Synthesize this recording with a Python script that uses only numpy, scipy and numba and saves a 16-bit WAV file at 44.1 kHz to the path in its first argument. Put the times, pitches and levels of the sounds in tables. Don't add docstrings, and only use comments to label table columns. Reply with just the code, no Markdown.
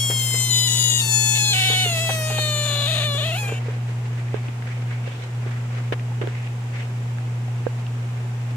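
import sys
import numpy as np
from scipy import signal
from scipy.fft import rfft, irfft
from scipy.io import wavfile
from scipy.ndimage import uniform_filter1d
from numba import njit

SR = 44100
rng = np.random.default_rng(int(sys.argv[2]) if len(sys.argv) > 2 else 0)


def dump_mix(stems):
    frames = np.atleast_2d(stems).T
    limited = np.clip(frames, -1, 1)
    pcm = np.round(limited * 32767).astype(np.int16)
    wavfile.write(sys.argv[1], SR, pcm)


N = 377496
TIME = np.arange(N) / SR
BINS = np.maximum(np.fft.rfftfreq(N, 1 / SR), 1)
CRY_END_S, CRY_SAMPLES = 3.6, 4 * SR
BREAK_S = 0.0014

# (start [s], end [s], roughness [0-1], pitch swing [share], second membrane's buzz [0-1], rattle [0-1])
RASP_FITS = [(0.678, 1.011, 0.56, 0.0064, 0.3, 0.16), (1.07, 1.345, 0.25, .0005, 0.77, 0.05),
             (1.352, 1.384, 0.83, 0.0096, 0.7, 0.16), (1.439, 1.51, 0.2, 0.0028, 0.5, 0.09),
             (1.531, 1.687, 0.68, 0.012, 0.87, 0.1), (1.69, 1.83, 0.56, 0.0041, 0.74, 0),
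             (1.833, 1.904, 0.27, 0.0125, 0.9, 0.24), (1.9, 2.157, 0.29, 0.0037, 0.6, 0.12),
             (2.271, 2.38, 0.41, 0.0033, 0.75, 0.17), (2.65, 2.854, 0.68, 0.00496, 0.4, 0.14),
             (2.857, 3.045, 0.8, .06, 0.53, 0.24), (3.045, 3.084, 0.4, 0.016, 0, 0),
             (3.177, 3.372, 0.3, .06, 0.8, 0.2), (3.474, 3.582, 0.6, 0.0218, 0.7, 0.4)]


def from_db(db):
    return 10 ** (np.asarray(db) / 20)


def rms_one(x):
    return x / np.sqrt(np.mean(x ** 2) + 1e-20)


def in_time(rows):
    times, *columns = np.transpose(rows)
    return [np.interp(TIME, times, column) for column in columns]


def at_bins(points, bins=BINS):
    hz, value = np.transpose(points)
    return np.interp(np.log(bins), np.log(hz), value)


def during(start, end, fade_s):
    return np.clip(np.minimum(TIME - start, end - TIME) / fade_s + .5, 0, 1)


def drift(rate_hz):
    return rms_one(irfft(rfft(rng.standard_normal(N)) / (1 + (BINS / rate_hz) ** 2), N))


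def resonate(x, hz, width_hz):
    r = np.exp(-np.pi * width_hz / SR)
    feedback = [1, -2 * r * np.cos(2 * np.pi * hz / SR), r * r]
    return signal.lfilter(np.array([1, 0, -1]) * (1 - r * r) / 2, feedback, x + 1e-18)


@njit
def gliding(x, hz, width_hz):
    angle, r = 2 * np.pi * hz / SR, np.exp(-np.pi * width_hz / SR)
    y = np.zeros(len(x))
    for i in range(2, len(x)):
        push = (1 - r * r) / 2 * (x[i] - x[i - 2])
        y[i] = push + 2 * r * np.cos(angle[i]) * y[i - 1] - r * r * y[i - 2]
    return y


def ringing(source, resonances):
    return sum((-1) ** k * from_db(db) * resonate(source, hz, width)
               for k, (hz, width, db) in enumerate(resonances))


def air_noise(spectrum):
    # (frequency [Hz], likeness [-1 to 1])
    likeness = [(60, 0.94), (150, 0.99), (380, 0.76), (950, 0.23), (2380, -0.13), (5980, 0.053),
                (15000, -0.12)]
    mid, side = rfft(rng.standard_normal((2, N)))
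    alike = np.clip(at_bins(likeness), -.99, .99)
    pair = np.sqrt(1 + alike) * mid + np.sqrt(1 - alike) * side * [[1], [-1]]
    return rms_one(irfft(pair * from_db(at_bins(spectrum)), N))


def yard(hiss_db=-41.5, rumble_db=-46.5):
    # (frequency [Hz], relative level [dB])
    hiss = [(100, -47), (170, -4.5), (290, -11), (380, -5.5), (600, -11), (780, -7.5), (1150, -13),
            (2600, -15.5), (4300, -26.5), (7500, -25.5), (10000, -34), (15800, -40)]
    rumble = [(20, -25), (38, -20), (55, -7.5), (90, -2.5), (170, -2), (260, -6), (500, -49)]
    return from_db(hiss_db) * air_noise(hiss) + from_db(rumble_db) * air_noise(rumble)


def machine_hum(hum_hz=120.0, level_db=-25.5, waver_db=0.35):
    # (multiple of the pitch, relative level [dB])
    harmonics = [(1, 3), (2, -19.5), (3, -47)]
    # (start [s], end [s], depth [dB])
    dips = [(4.495, 4.76, 2.5), (5.086, 5.332, 5), (6.285, 6.936, 1.4)]
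    angle = 2 * np.pi * hum_hz * TIME + 0.046 * drift(12)
    tone = sum(from_db(db) * np.sin(k * angle) for k, db in harmonics)
    dip_db = sum(db * during(start, end, fade_s=0.073) for start, end, db in dips)
    return from_db(level_db - dip_db + waver_db * drift(3)) * rms_one(tone)


def rubbing_and_leaves(stir_db=-55, rise_octaves=0.38):
    # (frequency [Hz], relative level [dB])
    spectrum = [(200, -55), (450, 12.5), (900, -1.5), (2200, 7), (3300, -2), (4800, -7), (8000, -12),
                (15000, -56)]
    # (middle [s], half length [s], relative level [dB], centre pitch [Hz])
    rustles = [(1.72, 0.13, -48, 500), (2.228, 0.46, -52, 900), (3.584, 0.2, -43.5, 600),
               (4.284, 0.16, -51.5, 1980), (4.713, 0.066, -46.5, 2000), (4.927, 0.06, -45, 1670),
               (5.12, 0.11, -41.5, 3050), (5.546, 0.13, -49, 1260), (5.76, .05, -44, 990),
               (6.398, 0.086, -43, 2300), (6.79, 0.054, -41.5, 2200)]
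    swells = np.array([from_db(db) * np.exp(-((TIME - s) / half_s) ** 2) + 1e-12
                       for s, half_s, db, _ in rustles])
    centres = [hz * 2 ** (rise_octaves * np.tanh((TIME - s) / half_s)) for s, half_s, _, hz in rustles]
    centre_hz = np.average(centres, axis=0, weights=swells)
    stir = from_db(stir_db + 3 * drift(12))
    grains = from_db(2.5 * drift(39) + 2.5 * drift(8.1)) * air_noise(spectrum)
    focused = np.array([gliding(side, centre_hz, width_hz=900) for side in grains])
    return stir * grains + swells.sum(axis=0) * (from_db(-5) * grains + from_db(4) * focused)


def twig_snaps(decay_s=0.0018, width_hz=700, boost_db=3):
    # (time [s], relative level [dB], pitch [Hz])
    snaps = [(4.284, -34, 1980), (4.342, -36, 3400), (4.483, -33, 2160), (4.6228, -32, 1800),
             (4.674, -30, 1800), (5.9956, -30.5, 2150), (6.272, -36, 2960), (6.4742, -30, 2270),
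             (7.1846, -28, 1380), (7.8658, -33, 2880)]
    sound, age = np.zeros((2, N)), TIME[:SR // 50]
    for s, db, hz in snaps:
        burst = np.exp(-age / decay_s) * rng.standard_normal((2, len(age)))
        crack = resonate(resonate(burst, hz, width_hz), hz, 2 * width_hz)
        at = int(s * SR)
        sound[:, at:at + len(age)] += from_db(db + boost_db) * crack / np.abs(crack).max()
    return sound


def finger_bumps(ring_s=0.0055, contact_s=0.00039, casing_hz=1600, casing_db=-20):
    # (time [s], knock level [dB], pitch [Hz], left over right [dB], scuff level [dB], scuff length [s])
    bumps = [(0.1, -23, 430, 0, -31.5, 0.031), (0.342, -26, 467, -2, -33.5, 0.021),
             (1.701, -25, 436, -27, -34.5, .04), (1.86, -23.5, 436, 0, -32, 0.0093),
             (2.092, -17, 764, 7, -26.5, 0.021), (2.302, -25, 805, 11, -35, 0.025),
             (2.383, -23, 810, 12, -31, 0.017), (3.148, -29, 470, 0, -45, 0.027),
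             (3.487, -27, 457, 0, -32, 0.014), (3.522, -20, 438, 0, -44, 0.022),
             (3.684, -21, 440, -1, -52, .02), (4.343, -14, 423, -15, -38, 0.042),
             (4.485, -29, 277, 22, -40, 0.016), (5.075, -27, 513, -20, -56, 0.05),
             (5.463, -27.5, 377, -13, -46, 0.058), (5.923, -19.5, 480, -35, -23.5, .017),
             (6.118, -33, 830, 0, -55, .01), (6.214, -18.5, 412, -12, -29, 0.018),
             (6.237, -21, 360, -12, -40, 0.029), (6.273, -22, 407, -24, -28, 0.0029),
             (7.481, -33.5, 760, 0, -52, 0.0072), (7.667, -10.5, 487, -22, -58, .01)]
    # (frequency [Hz], relative level [dB])
    scuff = [(150, -26), (400, 10.5), (900, 0.5), (1600, 2), (3200, -4.5), (4800, -22), (15000, -40)]
    knocks, sliding, age = np.zeros((2, N)), np.zeros(N), TIME[:SR // 8]
    push = (1 - np.exp(-(age / contact_s) ** 2)) * np.exp(-age / ring_s)
    for s, db, hz, pan_db, scuff_db, scuff_s in bumps:
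        span = slice(int(s * SR), int(s * SR) + len(age))
        ring = np.sin(2 * np.pi * hz * age) + from_db(casing_db) * np.sin(2 * np.pi * casing_hz * age)
        knocks[:, span] += panned(pan_db) * from_db(db) * push / push.max() * ring
        sliding[span] += from_db(scuff_db) * np.exp(-(age / scuff_s) ** 4)
    return knocks + sliding * from_db(3 * drift(420)) * air_noise(scuff)


def panned(left_right_db):
    ratio = from_db(np.atleast_1d(left_right_db))
    return 2 * np.array([ratio, np.ones_like(ratio)]) / (1 + ratio)


def evened(pair):
    power = uniform_filter1d(pair.mean(axis=0) ** 2, size=1100)
    return pair / np.sqrt(np.abs(power) + 1e-12)


def narrow_gap(echo_s=0.17):
    # (frequency [Hz], left over right [dB])
    balance = [(600, 0), (1000, 5.5), (1500, 6), (2000, -5.5), (4200, 1.5), (5000, 8.5), (6000, 6.5),
               (6900, 30), (8300, 10), (9800, 26), (11300, 21), (13200, 10), (15500, 22)]
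    # (frequency [Hz], how far the left wave is ahead [radians])
    lead = [(400, -1.3), (900, 0.6), (1700, 2), (2600, 2.5), (3100, 2), (3470, 2), (3800, 3.5),
            (4200, 2.23), (4800, -4), (6000, 2.5), (7000, -3.5), (9000, -4.5)]
    age, bins = TIME[:SR // 4], np.maximum(np.fft.rfftfreq(CRY_SAMPLES, 1 / SR), 1)
    scatter = rng.standard_normal((2, 2, len(age))) * from_db(-60 * age / echo_s) * (age > .001)
    scatter /= np.sqrt(np.sum(scatter ** 2, axis=-1, keepdims=True))
    echo_db = at_bins([(2000, -14), (9000, -8)], bins)
    echoes = rfft(scatter, CRY_SAMPLES) * from_db(echo_db)
    direct = np.exp(.5j * at_bins(lead, bins) * [[1], [-1]])
    return np.array([direct, *echoes]) * panned(at_bins(balance, bins))


def through_gap(voice, band_hz, paths, sway):
    band = signal.butter(2, band_hz, "band", fs=SR, output="sos")
    filtered = signal.sosfilt(band, signal.sosfilt(band, voice[:CRY_SAMPLES]))
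    direct, echo_a, echo_b = irfft(rfft(filtered) * paths)
    pair = direct + np.cos(sway) * echo_a + np.sin(sway) * echo_b
    return np.pad(pair, [(0, 0), (0, N - CRY_SAMPLES)])


def stutter(rate_hz=30):
    swing = sum(share * during(start, end, BREAK_S) for start, end, _, share, _, _ in RASP_FITS)
    return 1 + swing * np.tanh(1.45 * drift(rate_hz))


def rasping(pitch, clean_roughness=0.21, clean_buzz=0.9):
    rough, buzz = clean_roughness * pitch / pitch[0], clean_buzz
    for start, end, fit_rough, _, fit_buzz, _ in RASP_FITS:
        inside = during(start, end, BREAK_S)
        rough = rough + (fit_rough - rough) * inside
        buzz = buzz + (fit_buzz - buzz) * inside
    return np.clip(rough * np.exp(0.18 * drift(32)), 0, 1), np.clip(buzz, 0, 1)


def rattle(rate_hz=150, spread_hz=190):
    depth = sum(share * during(start, end, BREAK_S) for start, end, *_, share in RASP_FITS)
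    flapping = resonate(resonate(rng.standard_normal(N), rate_hz, spread_hz), rate_hz, spread_hz)
    return 1 + depth * rms_one(flapping)


def membranes(pitch, rough, buzz, second_ratio=.435, hiss_db=-27):
    cycles = np.cumsum(pitch * (1 + .013 * rough * drift(87) + 0.001584 * drift(26))) / SR
    second_hz = second_ratio * pitch * (1 + .015 * drift(58))
    second = buzz * np.sin(2 * np.pi * np.cumsum(second_hz) / SR)
    pull = 0.054 * np.array([[1], [.65]])
    cycles = cycles + rough * (pull * second + .007 * drift(430))
    half_angle = np.pi * (cycles % 1 - .5) + 1e-9
    harmonics = np.floor(SR * .45 / pitch)
    pulses = (np.sin((2 * harmonics + 1) * half_angle) / np.sin(half_angle) - 1) / np.sqrt(2 * harmonics)
    strength = 1 + rough * (0.13 * second + .18 * drift(230))
    opening = 2 * np.cos(half_angle) ** 2
    escaping_air = from_db(hiss_db) * rough * rng.standard_normal(N) * opening
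    return pulses * strength + escaping_air


def double_slap(edges, strength=0.45, gap_s=0.0005656):
    delay_s = gap_s * (1 + 0.17 * drift(1.03))
    return edges + strength * np.interp(TIME - delay_s, TIME, edges)


def frog_body(pulses, pitch, gap, level_db=-32.5, reach_hz=120, fade_s=.2):
    # (frequency [Hz], width [Hz], relative level [dB])
    resonances = [(658, 85, -4), (1555, 99, -4)]
    body_db = level_db - 10 * np.log10(1 + ((pitch - resonances[0][0]) / reach_hz) ** 4)
    sound = through_gap(ringing(pulses, resonances), (513, 1540), *gap)
    return from_db(body_db) * evened(sound) * np.clip((CRY_END_S - TIME) / fade_s, 0, 1)


def open_mouth(pulses, gap, trim_db=0.98):
    # (frequency [Hz], width [Hz], relative level [dB])
    resonances = [(1814, 230, -4.5), (2515, 470, 0), (2750, 265, 3), (3690, 455, -3.5), (4070, 78, 8),
                  (4092, 146, 2.5)]
    # (time [s], frequency [Hz], boost [dB])
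    gape = [(0, 3350, 32), (.36, 3400, 12), (.5, 3530, 21), (.76, 3490, 22), (1.0, 3300, 22),
            (1.02, 4580, 18), (1.42, 4500, 8.5), (1.45, 3950, 23), (1.52, 4000, 17), (1.56, 2520, 5),
            (1.63, 3020, 3), (1.74, 3350, 8.5), (1.8, 2900, -0.5), (1.89, 2940, 8), (1.93, 3120, 1),
            (2.13, 3100, 4), (2.16, 1910, 4), (2.36, 1888, -1), (2.389, 4040, 12), (2.63, 3920, 11),
            (2.66, 3700, 9), (2.86, 3700, 14.5), (3.05, 3670, 6), (3.17, 3550, 15), (3.25, 3220, 7),
            (3.4, 2500, 10), (3.57, 2650, 36)]
    # (time [s], relative level [dB])
    loudness = [(0.0, -27), (0.17, -28.5), (0.27, -32), (0.4, -30.5), (0.49, -31.5), (0.51, -28),
                (0.65, -26.5), (0.69, -31), (0.93, -30.5), (1.07, -32), (1.16, -29), (1.32, -30),
                (1.5, -27), (1.69, -24.5), (1.84, -26), (1.92, -31.5), (2.12, -31), (2.16, -36),
                (2.35, -34), (2.39, -29.5), (2.64, -31), (2.66, -29.5), (2.82, -28), (3.07, -29.5),
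                (3.11, -32.5), (3.25, -30.5), (3.39, -33.5), (3.47, -36), (3.55, -39.5), (3.6, -43)]
    # (time [s], left over right [dB], stereo width [dB])
    aim = [(.4, 2.5, -7.5), (.7, 3.5, -4.5), (1.3, 3, -0.5), (1.7, 2, -4.5), (2.25, 2.5, -6),
           (2.7, 7.5, -9), (3.2, 6.5, -4.5), (3.45, 5, -10)]
    gape_hz, boost_db = in_time(gape)
    mouth_db, = in_time(loudness)
    left_right_db, width_db = in_time(aim)
    focused = pulses + (from_db(boost_db) - 1) * gliding(pulses, gape_hz, width_hz=320)
    pair = through_gap(ringing(focused, resonances), (1650, 4500), *gap)
    mid = pair.mean(axis=0)
    aimed = (mid + from_db(width_db) * (pair - mid)) * panned(left_right_db)
    return from_db(mouth_db + trim_db) * evened(aimed)


def shrill_throat(edges, gap, flutter_db=1.02):
    # (time [s], frequency [Hz], level [dB])
    shrillness = [(0, 7500, -37), (.08, 7050, -33.5), (.2, 6740, -34), (.36, 7600, -26.5),
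                  (.44, 7100, -27.5), (.485, 7300, -35), (.51, 6740, -22), (.68, 6950, -28.5),
                  (.9, 7000, -26), (1.01, 6900, -29.5), (1.08, 7300, -32.5), (1.14, 6980, -22.5),
                  (1.42, 6930, -28), (1.46, 6700, -32), (1.6, 7200, -37.5), (1.75, 6900, -37),
                  (2.07, 6960, -37), (2.16, 7000, -54), (2.23, 6900, -60), (2.28, 7150, -45.5),
                  (2.45, 6950, -40), (2.6, 6900, -31), (2.75, 6900, -39), (2.87, 7050, -42),
                  (3.12, 6800, -46), (3.4, 6850, -48), (3.5, 6900, -47), (3.56, 6900, -53.5)]
    hz, db = in_time(shrillness)
    sound = through_gap(gliding(edges, hz, width_hz=350), (6750, 7620), *gap)
    return from_db(db + flutter_db * drift(22)) * evened(sound)


def high_overtones(slaps, gap, flutter_db=1.02):
    # (frequency [Hz], width [Hz], relative level [dB])
    treble_resonances = [(4870, 490, 2), (6550, 1000, -5.5), (7980, 400, 0.5), (8600, 1120, -2),
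                         (9800, 980, -5)]
    top_resonances = [(10570, 760, -1), (11370, 420, 1.5), (12200, 450, 0.5), (13700, 1400, -4),
                      (14740, 700, -2.5)]
    # (time [s], treble level [dB], top level [dB])
    levels = [(0, -31, -38.5), (.3, -32, -38), (.52, -31, -37.5), (1.0, -29.5, -38.5), (1.5, -31.5, -39.5),
              (1.58, -31.5, -40.5), (1.88, -36.5, -42), (1.93, -37.5, -45), (2.15, -35.5, -44),
              (2.6, -41.5, -46.5), (3.05, -42, -50.5), (3.1, -48, -51.5), (3.3, -46.5, -54),
              (3.38, -45, -45.5), (3.47, -47, -51), (3.56, -55.5, -65)]
    treble_db, top_db = in_time(levels)
    treble = evened(through_gap(ringing(slaps, treble_resonances), (5100, 9700), *gap))
    top = evened(through_gap(ringing(slaps, top_resonances), (8400, 19000), *gap))
    return (from_db(treble_db + flutter_db * drift(8.7)) * treble
            + from_db(top_db + flutter_db * drift(8.8)) * top)


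def frog(start_s=0.00018, stop_s=0.016):
    # (time [s], pitch [Hz])
    melody = [(0, 1098), (.15, 1070), (.29, 1041), (.47, 1028), (.53, 1004), (.66, 1001), (.68, 982),
              (.87, 971.2), (1.005, 952.5), (1.015, 897), (1.14, 873.7), (1.37, 861), (1.525, 835.6),
              (1.535, 766.5), (1.84, 742.4), (1.9, 680.2), (1.994, 644.2), (2.016, 667.2), (2.236, 621.5),
              (2.306, 625.6), (2.54, 598.4), (2.85, 573.8), (2.87, 610), (3.05, 614.3), (3.09, 579),
              (3.17, 569), (3.23, 622.3), (3.3, 649), (3.36, 711.4), (3.385, 857), (3.46, 802),
              (3.58, 762.5)]
    pitch, = in_time(melody)
    pulses, edges = membranes(pitch * stutter(), *rasping(pitch)) * rattle()
    slaps = double_slap(edges)
    gap = narrow_gap(), 2 * drift(3.1)[:CRY_SAMPLES]
    cry = frog_body(pulses, pitch, gap) + open_mouth(pulses, gap)
    cry += shrill_throat(edges, gap) + high_overtones(slaps, gap)
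    return cry * np.minimum(TIME / start_s, 1) * np.clip((CRY_END_S - TIME) / stop_s, 0, 1)


def scene():
    return frog() + machine_hum() + yard() + rubbing_and_leaves() + twig_snaps() + finger_bumps()


def record(dry, threshold_db=-17, release_db_per_s=450, attack_s=0.0054, split_hz=900, cutoff_hz=15900):
    bass = signal.sosfiltfilt(signal.butter(2, split_hz, fs=SR, output="sos"), dry)
    over_db = np.maximum(20 * np.log10(np.abs(bass).max(axis=0) + 1e-9) - threshold_db, 0)
    held_db = np.maximum.accumulate(over_db + release_db_per_s * TIME) - release_db_per_s * TIME
    smoothing = np.exp(-1 / (attack_s * SR))
    duck_db = signal.lfilter([1 - smoothing], [1, -smoothing], held_db)
    limited = dry + bass * (from_db(-duck_db) - 1)
    return irfft(rfft(limited) / (1 + (BINS / cutoff_hz) ** 200), N)


dry = scene()
out = record(dry)
dump_mix(out)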